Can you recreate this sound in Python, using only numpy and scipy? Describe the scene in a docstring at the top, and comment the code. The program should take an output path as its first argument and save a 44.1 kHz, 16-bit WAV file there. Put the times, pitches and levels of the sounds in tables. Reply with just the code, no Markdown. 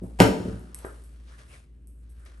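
"""The drop section of a padded treatment table falls onto its stop with one loud knock and rebounds, in a small hard
room: smooth pushes ring the frame, a metal latch chatters in clicks and a lighter tap bounces later.
Small ticks are click bursts, some dry, some mostly room echo; rustle is grainy noise with a moving scrape resonance.
A low tone near 57 Hz, machine hum with the rebound's low thump, lies beneath with rumble and room air.
All is heard by a phone with two microphone ports."""
import sys
import numpy as np
from scipy import signal
from scipy.fft import rfft, irfft
from scipy.io import wavfile
from scipy.ndimage import uniform_filter1d

SR = 44100
rng = np.random.default_rng(int(sys.argv[2]) if len(sys.argv) > 2 else 0)


def to_wav(sig):
    """Store sig (one row per channel, or 1-D mono) as 16-bit WAV at the path in sys.argv[1].

    Samples outside -1..1 are clipped; the rate is SR.
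    """
    pcm = np.clip(np.atleast_2d(sig), -1, 1) * 32767
    pcm = np.round(pcm).astype(np.int16)
    wavfile.write(sys.argv[1], SR, pcm.T)  # frames by channels


N = 105840


def amp(db):
    """Decibels to amplitude factor."""
    return 10 ** (np.asarray(db) / 20)


def evened(x):
    """Scale to rms 1."""
    return x / np.sqrt(np.mean(x ** 2) + 1e-20)


def read(points, hz):
    """Read a curve of (frequency [Hz], value) along a log frequency axis."""
    f, value = np.transpose(points)
    return np.interp(np.log(hz + 1), np.log(f + 1), value)


def add(mix, s, sound):
    """Add a sound at s seconds, cut at the end of the mix."""
    part = mix[round(s * SR):][:len(sound)]
    part += sound[:len(part)]


def coloured(x, spectrum):
    """Noise given a spectrum, silent up to its first point, rms 1."""
    hz = np.fft.rfftfreq(x.shape[-1], 1 / SR)
    gain = amp(read(spectrum, hz)) * (hz > spectrum[0][0])
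    return evened(irfft(rfft(x) * gain, x.shape[-1]))


def click(spectrum):
    """The shortest causal (minimum-phase) click with this spectrum, peak 1."""
    hz = abs(np.fft.fftfreq(4096, 1 / SR))
    log_gain = np.log(amp(np.maximum(read(spectrum, hz), -70)))
    x = np.fft.ifft(np.exp(np.conj(signal.hilbert(log_gain)))).real[:2048]
    return x / abs(x).max()


def burst(spectrum, t60):
    """A click followed by a dying scatter of clicks of random size and sign."""
    t = np.arange(2048) / SR
    sparse = rng.standard_normal(2048) * (rng.random(2048) < .06)
    train = sparse * amp(-1.0 - 60 * t / t60)
    return signal.fftconvolve(click(spectrum), train + (t == 0))


def ring(modes):
    """Struck resonances: a sum of dying sines of alternate sign, peak 1."""
    t = np.arange(SR // 2) / SR
    x = np.zeros(len(t))
    for k, (hz, db, t60) in enumerate(modes):
        x += (-1) ** k * amp(db - 60 * t / t60) * np.sin(2 * np.pi * hz * t)
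    return x / abs(x).max()


def background():
    """A low tone of wandering pitch and set level, noise rumble below 90 Hz and the wider noise of room air."""
    # level near 57 Hz: machine hum, ducked after the knock, with the rebound's low thump:
    # (time [s], level [dB])
    low_level = [(0, -46.5), (.3, -35), (.38, -57), (.49, -39), (.7, -47.5), (.8, -45.5), (1.26, -44.5),
                 (1.45, -51), (1.55, -51), (1.65, -55.5), (1.72, -47), (1.8, -50.5), (1.88, -45),
                 (1.95, -46.5), (2.02, -45), (2.24, -44.5), (2.31, -49), (2.4, -44)]
    # room air spectrum: (frequency [Hz], relative level [dB per Hz])
    air_spectrum = [(70, -3.5), (91, -28.5), (123, -13.5), (150, -23.5), (260, -25.5), (372, -31),
                    (600, -45), (1000, -56), (1400, -59), (2800, -56), (4000, -65.5), (6500, -74.5),
                    (8800, -59), (11000, -67.5), (12500, -78.5)]
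    low_hz, low_waver_hz = 56.9, 0.58  # centre and rms wander
    rumble_db, air_db = -68, -54.5
    t = np.arange(N) / SR
    waver = evened(uniform_filter1d(uniform_filter1d(rng.standard_normal(N), 4000), 4000))
    phase = 2 * np.pi * np.cumsum(low_hz + low_waver_hz * waver) / SR
    low_tone = np.sqrt(2) * np.sin(phase) * amp(np.interp(t, *np.transpose(low_level)))
    rumble = coloured(rng.standard_normal(N), [(15, 0.5), (40, 1.5), (70, 7), (90, -40)])
    air = coloured(rng.standard_normal((2, N)), air_spectrum)
    return low_tone + amp(rumble_db) * rumble + amp(air_db) * air


def rustle():
    """Grainy noise of cloth and the creaking pad with a moving scrape resonance; its treble follows its own
    tilt."""
    # clothing movement, with creak and hiss of the pad near 0.03 to 0.15 s and 0.5 to 0.75 s: (time [s], level
    # [dB], relative treble [dB], scrape centre [Hz], relative scrape [dB])
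    movement = [(0, -68.5, -10, 705.2, 3.5), (.05, -68, 4.5, 700, 13), (0.171, -65.5, -2.5, 698.7, -4.5),
                (0.361, -56.5, -4.5, 1396, 1), (0.498, -52.5, -5.5, 1398, -1.5),
                (0.579, -60.5, -3, 1400, 2), (.7, -65.5, -3, 1350, -1.5), (0.801, -56.5, -17.5, 798, -3),
                (.9, -60, -0.5, 1300, 9.5), (1.07, -65.5, 0.5, 1300, -35), (1.2, -66.5, -6, 1300, -3),
                (1.26, -66, -5, 3800, -36.5), (1.275, -60, -8, 3800, -3.5), (1.29, -55.5, -11, 3684, -21.5),
                (1.3, -57.5, -9, 1200, -8.5), (1.345, -60, -3.5, 1700, 1.5), (1.375, -61, -5.5, 1700, -7),
                (1.395, -52.5, -7.5, 1700, -8), (1.44, -60, -6, 1700, -6), (1.475, -64, -3.5, 1800, -7.5),
                (1.494, -63, 2.5, 2697, -3), (1.512, -57, -1.5, 2700, -2), (1.528, -56, -3, 2600, -5),
                (1.55, -54.5, -2, 2000, -2), (1.6, -61.5, -2, 2600, -10), (1.7, -79, -6.5, 2000, -6.5),
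                (1.9, -88.5, 5, 1300, 6), (2.0, -85, 13, 1500, 3), (2.03, -74, 0, 1540, -5),
                (2.13, -73.5, -16, 1600, -7.5), (2.2, -67, 0, 1550, 0.5), (2.25, -69.5, 1, 1500, 5.5),
                (2.262, -54.5, -7.5, 2100, -9), (2.32, -63, -8.5, 1550, -5), (2.4, -68, -0.5, 1500, 1.5)]
    # body and treble of the cloth: (frequency [Hz], relative level [dB per Hz])
    cloth = [(350, -3), (600, -2), (834, -10.5), (1120, -3.5), (1730, -5), (2040, -8.5), (2730, -9.5),
             (6500, -14), (8450, -39.5), (14300, -120)]
    sheen = [(3530, -40), (6000, -18.5), (7210, -3.5), (9000, 1.5), (10200, 5.5), (11200, -1.5),
             (12500, -31.5), (16200, -42), (22000, -120)]
    scrape_width_hz = 600
    s, db, tilt_db, hz, scrape_db = np.transpose(movement)
    t = np.arange(N) / SR
    grain = amp(1.55 * evened(uniform_filter1d(rng.standard_normal(N), 150)))  # swings 1.55 dB rms
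    low, high, mid = rng.standard_normal((3, 2, N)) * grain
    # low-passed noise is carried up to the moving centre by a turning phase
    turn = np.exp(2j * np.pi * np.cumsum(np.interp(t, s, hz)) / SR)
    r = np.exp(-np.pi * scrape_width_hz / SR)
    smooth = signal.lfilter([1], np.convolve([1, -r], [1, -r]), mid)
    scrape = evened((turn * smooth).real)
    both = coloured(low, cloth) + amp(np.interp(t, s, scrape_db)) * scrape
    both = both + coloured(high, sheen) * amp(np.interp(t, s, tilt_db))
    return both * amp(np.interp(t, s, db))


def room(x):
    """Sparse echoes of random sign, each band dying at its own speed, another tail for each channel."""
    # hard room: (frequency [Hz], 60 dB decay time of the late tail [s])
    decay = [(60, 0.36), (110, .8), (250, 1), (500, 0.85), (1000, .7), (2000, 0.6), (4000, .75),
             (8000, .75), (12000, 0.57)]
    early_db, early_share = 12, .42  # early part: extra level, share of the late decay time
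    delay_s = .003
    echoes = np.zeros((2, SR))
    at = np.arange(0, SR - 20, 20) + rng.integers(0, 20, (2, SR // 20 - 1))
    np.put_along_axis(echoes, at, rng.choice([-1., 1.], at.shape), 1)
    band_hz, band_t60 = np.transpose(decay)
    t = np.arange(SR) / SR
    hz, tail = np.fft.rfftfreq(SR, 1 / SR), 0
    for k, t60 in enumerate(band_t60):
        share = np.interp(np.log(hz + 1), np.log(band_hz), np.arange(len(band_hz)) == k)
        late = amp(-60 * t / t60)
        early = amp(early_db - 60 * t / t60 / early_share)
        tail = tail + irfft(rfft(echoes) * share, SR) * (late + early) / np.sqrt(t60)
    tail = np.pad(tail, ((0, 0), (round(delay_s * SR), 0)))
    return signal.fftconvolve(x[None], tail / np.linalg.norm(tail[0]), axes=1)[:, :N]


def ticks():
    """Millisecond bright snaps made of click bursts, as heard directly and as sent to the room."""
    # small ticks, some dry, some mostly room echo:
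    # (time [s], direct level [dB], room send relative to the direct tick [dB])
    tick_events = [(0.03, -57.5, 19), (.595, -42.5, 3.5), (.7462, -21, -5), (0.7481, -35.5, 9),
                   (0.7518, -33, -10.5), (0.7896, -31, -3.5), (0.8519, -35.5, 7), (1.039, -43.5, 7),
                   (1.8728, -44, 3.5), (1.99, -63, 5.5), (2.0949, -55, 15), (2.1964, -56.5, -13.5),
                   (2.2522, -46.5, -12.5)]
    # tick spectrum: (frequency [Hz], relative level [dB per Hz])
    tick_spectrum = [(600, -48), (1200, -21.5), (2000, -8), (3500, -21), (5500, -12.5), (7000, -13.5),
                     (8300, 1.5), (9500, -2.5), (11100, 4.5), (12000, -8), (12800, -23)]
    out = np.zeros((2, N))
    for s, db, send_db in tick_events:
        snap = burst(tick_spectrum, 0.0023)
        add(out[0], s, amp(db) * snap)
        add(out[1], s, amp(db + send_db) * snap)
    return out


def table():
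    """Each blow is a smooth push into the ringing frame; the metal latch cracks and a tap bounces."""
    # blows on the frame: (time [s], level [dB], contact time [ms])
    blows = [(0.017, -23.5, 2.52), (.034, -23, 2.27), (0.193, -23, 0.87), (0.194, -13.5, 4.1),
             (0.203, 2.5, 1), (0.208, 1.5, 4.28), (0.245, -11.5, 2.8), (0.286, -12.5, 1.86),
             (0.401, -20, 2), (.452, -18.5, 2.3), (0.479, -19, 2.34), (0.529, -14.5, 6.2)]
    # frame resonances: (frequency [Hz], relative level [dB], 60 dB decay time [s])
    frame_modes = [(62, -20, .15), (114.4, -16, 0.16), (160.8, -6.5, 0.032), (196, 2.5, 0.035),
                   (266.7, -6, 0.078), (362.1, -3.5, 0.049), (448.5, -14, 0.24), (474, -5, 0.028),
                   (563, 1.5, 0.018), (683, -1, 0.018), (776, -16, 0.056), (890, -16, 0.055),
                   (976, -10.5, 0.05), (1417, -14, .03)]
    # the latch chatters: (time [s], level [dB])
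    latch_hits = [(.189, -34), (0.192, -29.5), (.197, -26), (.2022, -1), (.2045, -12), (.209, -10),
                  (.218, -9.5)]
    # a lighter, brighter tap bounces: (time [s], level [dB])
    tap_hits = [(0.8449, -34.5), (.848, -20), (.853, -38), (.868, -29)]
    # latch and tap spectra: (frequency [Hz], relative level [dB per Hz])
    latch_spectrum = [(350, -38), (600, 4.5), (1100, -8), (1440, -2), (1740, -9.5), (2080, -10.5),
                      (3740, -19), (8870, -22.5), (10100, -22.5), (11300, -19.5), (12500, -30.5),
                      (16200, -61.5), (22000, -120)]
    tap_spectrum = [(120, -6.5), (200, -14), (409, -1), (580, -9.5), (658, -13), (878, -16), (1250, -13),
                    (1730, -13.5), (2330, -35), (4000, -42), (5200, -81), (8800, -120)]
    out, frame = np.zeros(N), ring(frame_modes)
    for s, db, ms in blows:
        contact = np.clip(np.arange(300) / SR / (ms / 1000), 0, 1)
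        push = np.sin(np.pi * contact) ** 2
        add(out, s, amp(db) * signal.fftconvolve(frame, push / push.sum()))
    for s, db in latch_hits:
        add(out, s, amp(db) * burst(latch_spectrum, .03))
    for s, db in tap_hits:
        add(out, s, amp(db) * click(tap_spectrum))
    return out


def scene():
    """Table and ticks, heard directly and through the room, over rustle and background."""
    knocks, (snaps, sent) = table(), ticks()
    return knocks + snaps + room(knocks + sent) + rustle() + background()


def two_ports(dry):
    """Two microphone ports share part of the sound and differ in phase and level across frequency."""
    # likeness of the ports' diffuse sound: (frequency [Hz], coherence [0 to 1])
    likeness = [(60, 0.95), (200, 0.91), (500, 0.58), (1200, 0.13), (3000, 0.46), (6000, .7), (8500, 0.74),
                (12000, .995)]
    # phase of left ahead of right: (frequency [Hz], lead [rad])
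    lead = [(50, 0), (600, .3), (900, -.6), (1300, -2.6), (2240, -5.6), (3600, -5.4), (6720, -6.0),
            (8600, -2 * np.pi), (9390, -7.7), (10280, -3 * np.pi), (11200, -11.5), (12400, -4 * np.pi)]
    # balance: (frequency [Hz], left minus right [dB])
    balance = [(60, 0.64), (170, -0.5), (500, 3.5), (1460, 0.5), (4210, 2.5), (8000, 2.5), (10000, -2.5),
               (12200, 1.5)]
    hz, (a, b) = np.fft.rfftfreq(N, 1 / SR), rfft(dry)
    width = np.arccos(np.clip(read(likeness, hz), 0, 1)) / 2
    turn = np.exp(.5j * read(lead, hz)) * amp(read(balance, hz) / 2)
    mid, side = (a + b) / 2, (a - b) / 2 * np.tan(width)
    return irfft(np.array([(mid + side) * turn, (mid - side) / turn]), N)


def gain_control(ports):
    """Loud sound turns both ports down by 0.13 dB for each dB above a -8 dB threshold."""
    power = uniform_filter1d((ports ** 2).mean(0), 400, origin=199)
    power_db = 10 * np.log10(abs(power) + 1e-12)
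    fall = np.arange(N) * 25.0 / SR  # the held level falls 25 dB a second
    held_db = np.maximum.accumulate(power_db + fall) - fall
    over_db = np.maximum(held_db + 8, 0)
    return ports / amp(0.13 * uniform_filter1d(over_db, 600, origin=299))


def record(dry):
    """The phone's two ports, then gain control, soft clip and band limit."""
    edge_hz = 12150
    clipped = np.tanh(gain_control(two_ports(dry)))
    low_pass = signal.firwin(255, edge_hz, window=("kaiser", 9), fs=SR)
    return signal.oaconvolve(clipped, low_pass[None], "same")


dry = scene()
out = record(dry)
to_wav(out)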